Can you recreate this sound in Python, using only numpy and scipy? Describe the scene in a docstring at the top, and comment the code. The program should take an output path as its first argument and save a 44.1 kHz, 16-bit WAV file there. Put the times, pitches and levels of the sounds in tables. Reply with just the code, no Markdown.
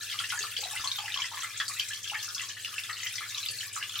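"""Trickle into a plastic tub

Thin streams of liquid fall from a tank into a part-filled plastic tub in a wooden shed.
Drops smack the surface and trap bubbles that ring briefly and rise in pitch. Sharp spatters,
tiny bubbles and fine spray fill the gaps. The tub's hollow and the close plank walls ring
after them, over a low electrical hum."""
import sys
import numpy as np
from scipy import signal
from scipy.fft import rfft, irfft
from scipy.io import wavfile

SR = 44100
rng = np.random.default_rng(int(sys.argv[2]) if len(sys.argv) > 2 else 0)


def store_pcm(level_fs):
    """Save levels as 16-bit WAV."""
    pcm = np.round(np.clip(level_fs, -1, 1) * 32767).astype(np.int16)
    wavfile.write(sys.argv[1], SR, np.atleast_2d(pcm).T)


N = 176400

# steady electrical hum: (pitch [Hz], average level [dB])
HUM_TONES = [(100.1, -63.5), (200.2, -81.5)]
# tone of the quiet air: (frequency [Hz], gain [dB])
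AIR_TONE = [(20, -16), (55, -9.5), (100, 2.5), (180, -8), (400, -5), (1000, -14.5), (8000, -25)]
# how alike both ears hear scattered sound, 1 or more is identical: (frequency [Hz], likeness [ratio])
EAR_LIKENESS = [(60, 1.2), (250, 0.65), (1200, 0.6), (2200, 0.87), (4000, 0.5), (7000, 0.13),
                (15000, -0.12)]
# how much louder the liquid is on the left: (frequency [Hz], left over right [dB])
LEFT_BIAS = [(250, .2), (1000, 1.1), (2200, 1.5), (8000, 2.4)]
# first echoes off the tub's sides and the nearest wall: (delay [s], gain [dB])
FIRST_ECHOES = [(.0036, -5), (0.0113, -12.5), (0.017, -59)]
# tone of the shed's fading echo: (frequency [Hz], gain [dB])
SHED_TONE = [(200, 1.5), (900, 3), (1700, 0), (3200, -4), (6000, -1.5), (14000, -4.5)]
# length of that echo: (frequency [Hz], time to fade by 60 dB [s])
SHED_FADE = [(200, 0.53), (1500, 0.15), (4000, 0.19), (14000, 0.063)]
# notes of the air in the tub: (pitch [Hz], gain [dB], time to fade by 60 dB [s])
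TUB_NOTES = [(425, -3, .15), (697, 0, .22), (838, 6, .17), (1055, -3, .17), (1243, 2, .19), (1738, 7, .22),
             (2662, -5, .15), (2752, -3, .15), (3230, -7, .12)]
# dull knocks on the plastic: (time [s], pitch [Hz], level [dB])
TUB_KNOCKS = [(.797, 75, -47), (0.8, 280, -55), (3.501, 450, -49.5)]
# slow course of the fine splashing: (time [s], level [dB])
FLOW_LEVEL = [(0, -43), (.3, -43.5), (.65, -44), (1.1, -47), (1.5, -45.5), (1.75, -44.5), (2.1, -46),
              (2.8, -45.5), (3.45, -44.5), (4.0, -47)]
# moments when the streams thin out: (time [s], dip [dB])
FLOW_LULLS = [(.51, 2.5), (1.535, 2.5), (2.015, 5), (2.555, 5), (3.717, 4.5)]
# tone of the fine spray: (frequency [Hz], gain [dB])
SPRAY_TONE = [(300, -38), (700, -32), (1300, -15), (3000, -3), (6000, -0.5), (10000, -3), (16000, -8)]
# sharp spatters of droplets: (time [s], centre pitch [Hz], level [dB])
DROP_SPATTERS = [(0.1974, 8920, -39.5), (0.2206, 9230, -46), (0.2894, 9200, -39.0), (0.2939, 5700, -35),
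                 (0.3174, 9400, -38), (0.3434, 9100, -38.9), (0.3894, 6200, -31.8), (0.513, 11200, -41),
                 (0.607, 6800, -36), (0.6139, 14500, -41), (0.709, 8600, -36.5), (0.752, 9000, -35),
                 (0.8067, 5300, -36.5), (0.842, 6400, -33), (0.875, 8100, -42), (0.9614, 13000, -39.5),
                 (1.2024, 5700, -35), (1.2537, 5450, -36), (1.4026, 6000, -38), (1.4313, 7600, -35.1),
                 (1.5739, 6700, -34.5), (1.592, 6310, -46), (1.6797, 4580, -34.5), (1.6813, 8030, -31),
                 (1.7286, 6760, -37), (1.7335, 9800, -42.5), (1.7872, 11900, -39.5), (1.7883, 6900, -41),
                 (1.8859, 7350, -35.2), (2.0293, 6340, -37), (2.0753, 4870, -39), (2.2269, 5530, -34.5),
                 (2.2285, 12800, -40), (2.2438, 5800, -35.1), (2.2868, 4800, -36.5), (2.3466, 5400, -30.5),
                 (2.3481, 10900, -43.3), (2.4146, 6900, -36), (2.487, 5600, -37), (2.7666, 7500, -42.5),
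                 (3.032, 5960, -37.5), (3.0469, 14500, -39), (3.0672, 5690, -36.5), (3.1233, 9560, -40),
                 (3.1216, 14000, -50), (3.1546, 5260, -32.5), (3.3762, 5690, -33.5), (3.4532, 12000, -41),
                 (3.509, 9200, -34.5), (3.6637, 12000, -40.5), (3.7288, 8000, -36), (3.7564, 7150, -33),
                 (3.977, 12000, -40)]
# typical strength of the small bubbles: (pitch [Hz], level [dB])
SMALL_BUBBLE_LEVEL = [(1100, -53), (1700, -51), (3000, -42), (5000, -45), (8000, -45.5), (12000, -59),
                      (15500, -71)]
# large drops that each trap a clear bubble: (time [s], pitch [Hz], base level [dB])
LARGE_DROPS = [(0.098, 3230, -28), (0.1137, 3210, -29), (0.1237, 2040, -35), (0.1423, 1210, -40.5),
               (0.1894, 3200, -21.5), (0.2, 1313, -34.5), (0.2381, 1810, -31), (0.242, 2810, -28),
               (0.3013, 1950, -34), (0.303, 3130, -25.5), (0.3232, 1395, -29.5), (0.333, 882, -44),
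               (0.3761, 1760, -30), (0.405, 430, -53), (0.4278, 4480, -34), (0.438, 1296, -32.5),
               (0.5657, 3270, -22), (0.5774, 4600, -34.5), (0.588, 460, -50.5), (0.628, 865, -45),
               (0.638, 3800, -29.5), (0.6555, 710, -44), (0.7099, 1150, -46), (0.7308, 825, -43.5),
               (0.7533, 1440, -38), (0.7618, 2020, -31.5), (0.773, 2790, -27.5), (0.7965, 1300, -37.5),
               (0.8072, 1750, -39.5), (0.8396, 1070, -38.5), (0.845, 3300, -27), (0.8525, 1097, -38.5),
               (0.8738, 4180, -27), (0.9155, 3680, -23.5), (0.9586, 3610, -30.5), (0.9827, 1235, -38),
               (0.9873, 850, -40.5), (0.987, 3150, -25), (1.04, 870, -43), (1.0581, 2800, -30),
               (1.0796, 1860, -28.5), (1.102, 2480, -33), (1.121, 3680, -32), (1.1417, 3035, -22),
               (1.161, 1127, -38), (1.1731, 3220, -24), (1.1883, 1043, -38.5), (1.2003, 2310, -29.5),
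               (1.2194, 3090, -22), (1.243, 1910, -29.5), (1.315, 907, -42.5), (1.3338, 1175, -40),
               (1.3724, 1820, -30.5), (1.3731, 1080, -41.5), (1.4198, 3260, -31.5), (1.4223, 1880, -37),
               (1.433, 1290, -34), (1.4437, 1990, -30.5), (1.5649, 3240, -36), (1.6392, 1230, -59),
               (1.6002, 3260, -23), (1.601, 1268, -33.5), (1.6007, 1845, -25.5), (1.609, 1667, -29.5),
               (1.6963, 1160, -38), (1.7963, 3080, -19), (1.817, 2400, -31), (1.9057, 1740, -35),
               (1.9336, 3130, -27.5), (2.0424, 3200, -30), (2.0755, 3300, -29), (2.0982, 2830, -25.5),
               (2.1172, 835, -40), (2.134, 1270, -37.5), (2.1443, 2180, -29), (2.1501, 1780, -28.5),
               (2.1904, 4300, -38.5), (2.1978, 3170, -35), (2.2793, 1350, -39.5), (2.3805, 3300, -30),
               (2.3953, 2650, -28), (2.407, 1880, -32.5), (2.425, 1060, -45.5), (2.435, 3160, -32),
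               (2.495, 1780, -41), (2.501, 2960, -33.5), (2.5682, 1794, -35.5), (2.633, 2960, -47),
               (2.647, 2770, -25.5), (2.68, 1294, -47.5), (2.7293, 1227, -45.5), (2.781, 2650, -24.5),
               (2.8361, 3520, -32), (2.8425, 1710, -45.5), (2.8931, 1255, -35), (2.8969, 1880, -30),
               (2.9298, 4300, -37), (3.0022, 3120, -33), (3.0312, 2000, -30.5), (3.0635, 1950, -29),
               (3.068, 3140, -26.5), (3.1818, 2010, -33.5), (3.1822, 3280, -30), (3.2074, 1250, -37.5),
               (3.2257, 1750, -38.5), (3.2586, 1550, -40), (3.2935, 3730, -39.5), (3.3468, 3795, -30),
               (3.3609, 3320, -45), (3.381, 3350, -28.5), (3.4296, 3900, -32), (3.4611, 3450, -28),
               (3.4861, 4490, -31), (3.4875, 2780, -29), (3.587, 4200, -36), (3.6079, 3010, -27.5),
               (3.63, 1840, -34), (3.7632, 1242, -32.5), (3.813, 1620, -36), (3.8247, 2050, -36),
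               (3.8266, 2780, -25.5), (3.8946, 3400, -31.5), (3.955, 3140, -25), (3.96, 1286, -40.5),
               (3.9899, 3550, -25.5)]
# boost added to that base level for the bubble's note: (pitch [Hz], gain [dB])
NOTE_BOOST = [(450, 2.5), (850, 0.5), (1200, 2.5), (1700, 0), (3200, 0.7), (7000, 18.5)]

STREAMS = 4   # landing spots in the tub
EAR_LAG_S = .00003   # typical delay between the ears, as drops land in different places


def from_db(db):
    """Turn decibels into a number to multiply by."""
    return 10 ** (np.asarray(db) / 20)


def unit_level(x):
    """Scale a sound so its average (rms) level is 1."""
    return x / np.sqrt(np.mean(x ** 2) + 1e-20)


def at_hz(points, hz):
    """Read between a table's rows, giving each octave equal room."""
    freqs, values = np.transpose(points)
    return np.interp(np.log(np.maximum(hz, 1)), np.log(freqs), values)


def colour(x, points):
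    """Turn lows and highs up or down by a table of (frequency [Hz], gain [dB])."""
    size = 2 * x.shape[-1]
    gain = from_db(at_hz(points, np.fft.rfftfreq(size, 1 / SR)))
    return irfft(rfft(x, size) * gain)[..., :size // 2]


def drift(per_s):
    """Glide to a new random value per_s times a second."""
    targets = rng.standard_normal(N // 100)
    return np.interp(np.arange(N) / SR * per_s, np.arange(len(targets)), targets)


def diffuse(pair):
    """Mix two unrelated sounds into left and right, alike in the bass and unlike in the treble."""
    size = pair.shape[-1]
    alike = np.clip(at_hz(EAR_LIKENESS, np.fft.rfftfreq(size, 1 / SR)), -1, 1)
    mid, side = rfft(pair)
    return irfft(np.sqrt((1 + alike) / 2) * mid + np.sqrt((1 - alike) / 2) * side * [[1], [-1]], size)


def add(out, start_s, sound):
    """Mix a short sound in at the given time."""
    i = int(np.clip(start_s * SR, 0, N - 1))
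    out[:, i:i + sound.shape[-1]] += sound[..., :N - i]


def background(drone_hz=115.4, drone_db=-67, air_db=-64.5):
    """Electrical hum, a wavering low tone and quiet air."""
    t = np.arange(N) / SR
    hum = sum(from_db(db) * np.sqrt(2) * np.sin(2 * np.pi * hz * t) for hz, db in HUM_TONES)
    waver = drift(per_s=14.2) + 1j * drift(per_s=14.2)   # shakes both loudness and pitch
    drone = np.real(waver * np.exp(2j * np.pi * drone_hz * t))
    air = colour(diffuse(rng.standard_normal((2, N))), AIR_TONE)
    return hum + from_db(drone_db) * unit_level(drone) + from_db(air_db) * unit_level(air)


def shed_echo(x, onset_s=.005, spread_s=.001):
    """Close surfaces throw back a few echoes, then a short blur that lasts longest in the bass."""
    t = np.arange(SR // 3) / SR
    hz = np.fft.rfftfreq(len(t), 1 / SR)
    noise = rfft(diffuse(rng.standard_normal((2, len(t)))))
    edges_hz = np.geomspace(150, 20000, 13)
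    onset = 1 - np.exp(-(t / onset_s) ** 2)
    response = np.zeros((2, len(t)))   # how the shed answers one click
    for low, high in zip(edges_hz, edges_hz[1:]):
        centre = np.sqrt(low * high)
        band = irfft(noise * (hz >= low) * (hz < high), len(t))
        fade = onset * from_db(-60 * t / at_hz(SHED_FADE, centre))
        response += from_db(at_hz(SHED_TONE, centre)) * band * fade / np.sqrt(np.sum(fade ** 2))
    for delay, db in FIRST_ECHOES:
        arrival = delay + spread_s * rng.uniform(-1.027, 1) + EAR_LAG_S * rng.standard_normal(2)
        response[[0, 1], (arrival * SR).astype(int)] += from_db(db)
    return signal.fftconvolve(x, response, axes=1)[:, :N]


def tub_ring(x, gain_db=6):
    """The air in the tub's hollow rings on at its own pitches."""
    mono = x.mean(axis=0) + 1e-18
    out = 0
    for hz, db, fade_s in TUB_NOTES:
        kept = from_db(-60 / (fade_s * SR))   # share of the ring left after each sample
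        angle = 2 * np.pi * hz / SR
        feedback = [1, -2 * kept * np.cos(angle), kept * kept]
        out += from_db(db) * signal.lfilter([0, 2 * (1 - kept) * np.sin(angle)], feedback, mono)
    return from_db(gain_db) * out


def knocks(decay_s=.0042):
    """Dull bumps on the plastic that die almost at once."""
    out, t = np.zeros((2, N)), np.arange(SR // 10) / SR
    for start_s, hz, db in TUB_KNOCKS:
        add(out, start_s, from_db(db) * np.exp(-t / decay_s) * np.sin(2 * np.pi * hz * t))
    return out


def flow(half_lull_s=.033):
    """Level of the fine splashing in dB: it wanders slowly and dips when the streams thin out."""
    t = np.arange(N) / SR
    dips = sum(db * np.exp(-((t - time_s) / half_lull_s) ** 2) for time_s, db in FLOW_LULLS)
    return np.interp(t, *np.transpose(FLOW_LEVEL)) - dips


def spray(flow_db, gain_db=-3, drops_per_s=2200, spread_db=3, flutter_db=2.2, surge_db=1):
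    """Fine droplets patter as dense clicks in fluttering clumps."""
    sizes = from_db(spread_db * np.minimum(rng.exponential(1, (2, N)), 4))
    signs = rng.choice([-1, 1], (2, N))
    hits = rng.random((2, N)) < drops_per_s / SR
    clumps = from_db(flutter_db * drift(per_s=70) + surge_db * drift(per_s=14))
    patter = colour(diffuse(sizes * signs * hits * clumps), SPRAY_TONE)
    return from_db(flow_db + gain_db) * unit_level(patter)


def splash(hz, octaves, decay_s, rise_s=.0005, grain_db=2.5):
    """Liquid breaks up: grainy noise around one pitch, quick to rise and slower to die."""
    t = np.arange(SR // 16) / SR
    grains = rng.standard_normal((2, len(t))) * from_db(grain_db * rng.standard_normal(len(t)))
    edges_hz = np.minimum([hz / 2 ** octaves, hz * 2 ** octaves], [.4 * SR, .45 * SR])
    band = signal.lfilter(*signal.butter(2, edges_hz, "band", fs=SR), grains)
    return unit_level(band) * (1 - np.exp(-t / rise_s)) * np.exp(-t / decay_s)


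def bubble(hz, rise_per_swell=.015, wobble_radians=.42):
    """Trapped air pulses: a slightly unsteady note swells and dies while its pitch rises."""
    ear_shift_s = rng.normal() * EAR_LAG_S / 2 * np.array([[1], [-1]])
    wobble = wobble_radians * np.cumsum(rng.standard_normal(11))
    swell_s = .0012 * (2850 / hz) ** .64   # smaller, higher bubbles are quicker
    t = np.maximum(np.arange(int(10 * swell_s * SR)) / SR + ear_shift_s, 0)
    age = t / swell_s   # loudest at age 1
    phase = 2 * np.pi * hz * t * (1 + rise_per_swell * (age / 2 - 1))
    phase += np.interp(age, np.arange(len(wobble)), wobble)
    pulsing = age * np.exp(1 - age) * np.sin(phase)
    # we hear how fast the pulsing changes; dividing keeps the peak near 1
    return np.diff(pulsing) / (2 * np.sin(np.pi * hz / SR))


def spatters(hiss_db=-.8, ping_db=.5, octaves=.27, decay_s=.01, ping_span_s=.02, pings_each=3):
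    """A drop shatters: a short hiss and a fading run of pings from tiny bubbles."""
    pings, hisses = np.zeros((2, N)), np.zeros((2, N))
    for start_s, hz, db in DROP_SPATTERS:
        add(hisses, start_s, from_db(db + hiss_db) * splash(hz, octaves, decay_s))
        for late, detune in rng.random((pings_each, 2)):
            lag_s = ping_span_s * late ** 2
            ping = bubble(hz * 2 ** (octaves * (detune - .5)))
            add(pings, start_s + lag_s, from_db(db + ping_db) * np.exp(-lag_s / decay_s) * ping)
    return pings + diffuse(hisses)


def small_bubbles(swing_db, count=4200, per_s=950, spread_db=4.5):
    """Small bubbles form at random, louder when the spray is; one stereo track per stream."""
    out = np.zeros((STREAMS, 2, N))
    starts = np.cumsum(rng.exponential(1, count)) / per_s
    heights = rng.random(count) ** .7   # more high notes than low
    offsets_db = spread_db * np.minimum(rng.standard_normal(count), 2)
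    low, high = SMALL_BUBBLE_LEVEL[0][0], SMALL_BUBBLE_LEVEL[-1][0]
    for k, (start_s, height, offset_db) in enumerate(zip(starts, heights, offsets_db)):
        hz = low * (high / low) ** height
        note = bubble(hz)
        if start_s < N / SR:
            db = at_hz(SMALL_BUBBLE_LEVEL, hz) + offset_db + swing_db[int(start_s * SR)]
            add(out[k % STREAMS], start_s, from_db(db) * note)
    return out


def large_drops(splash_db=-8.5, extras=3, extra_db=-12.5, extra_octaves=1.24, extra_span_s=.022):
    """Each drop smacks the surface and traps a clear bubble, which sheds extra, higher ones."""
    out, splashes = np.zeros((STREAMS, 2, N)), np.zeros((2, N))
    for k, (start_s, hz, db) in enumerate(LARGE_DROPS):
        add(out[k % STREAMS], start_s, from_db(db + at_hz(NOTE_BOOST, hz)) * bubble(hz))
        for late, higher in rng.random((extras, 2)):
            extra = from_db(db + extra_db) * bubble(hz * 2 ** (extra_octaves * higher))
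            add(out[(k + 1) % STREAMS], start_s + extra_span_s * late, extra)
        smack = splash(hz * 1.12, octaves=.55, decay_s=.005)
        add(splashes, start_s, from_db(db + splash_db) * smack)
    out[0] += diffuse(splashes)
    return out


def scene():
    """The trickle in its tub, a little left of centre, inside the shed."""
    flow_db = flow()
    streams = large_drops() + small_bubbles(flow_db - flow_db.mean())
    sources = [*streams, spatters() + spray(flow_db) + knocks()]
    liquid = sum(sources)
    echoes = sum(shed_echo(x) for x in sources)   # each landing spot gets its own echoes
    left, right = liquid + tub_ring(liquid) + echoes
    left = colour(left, [(hz, db / 2) for hz, db in LEFT_BIAS])
    right = colour(right, [(hz, -db / 2) for hz, db in LEFT_BIAS])
    return np.array([left, right]) + background()


def record(dry, cutoff_hz=15900):
    """Cut off the very highest treble steeply."""
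    return signal.sosfilt(signal.ellip(12, .1, 70, cutoff_hz, fs=SR, output="sos"), dry)


dry = scene()
out = record(dry)
store_pcm(out)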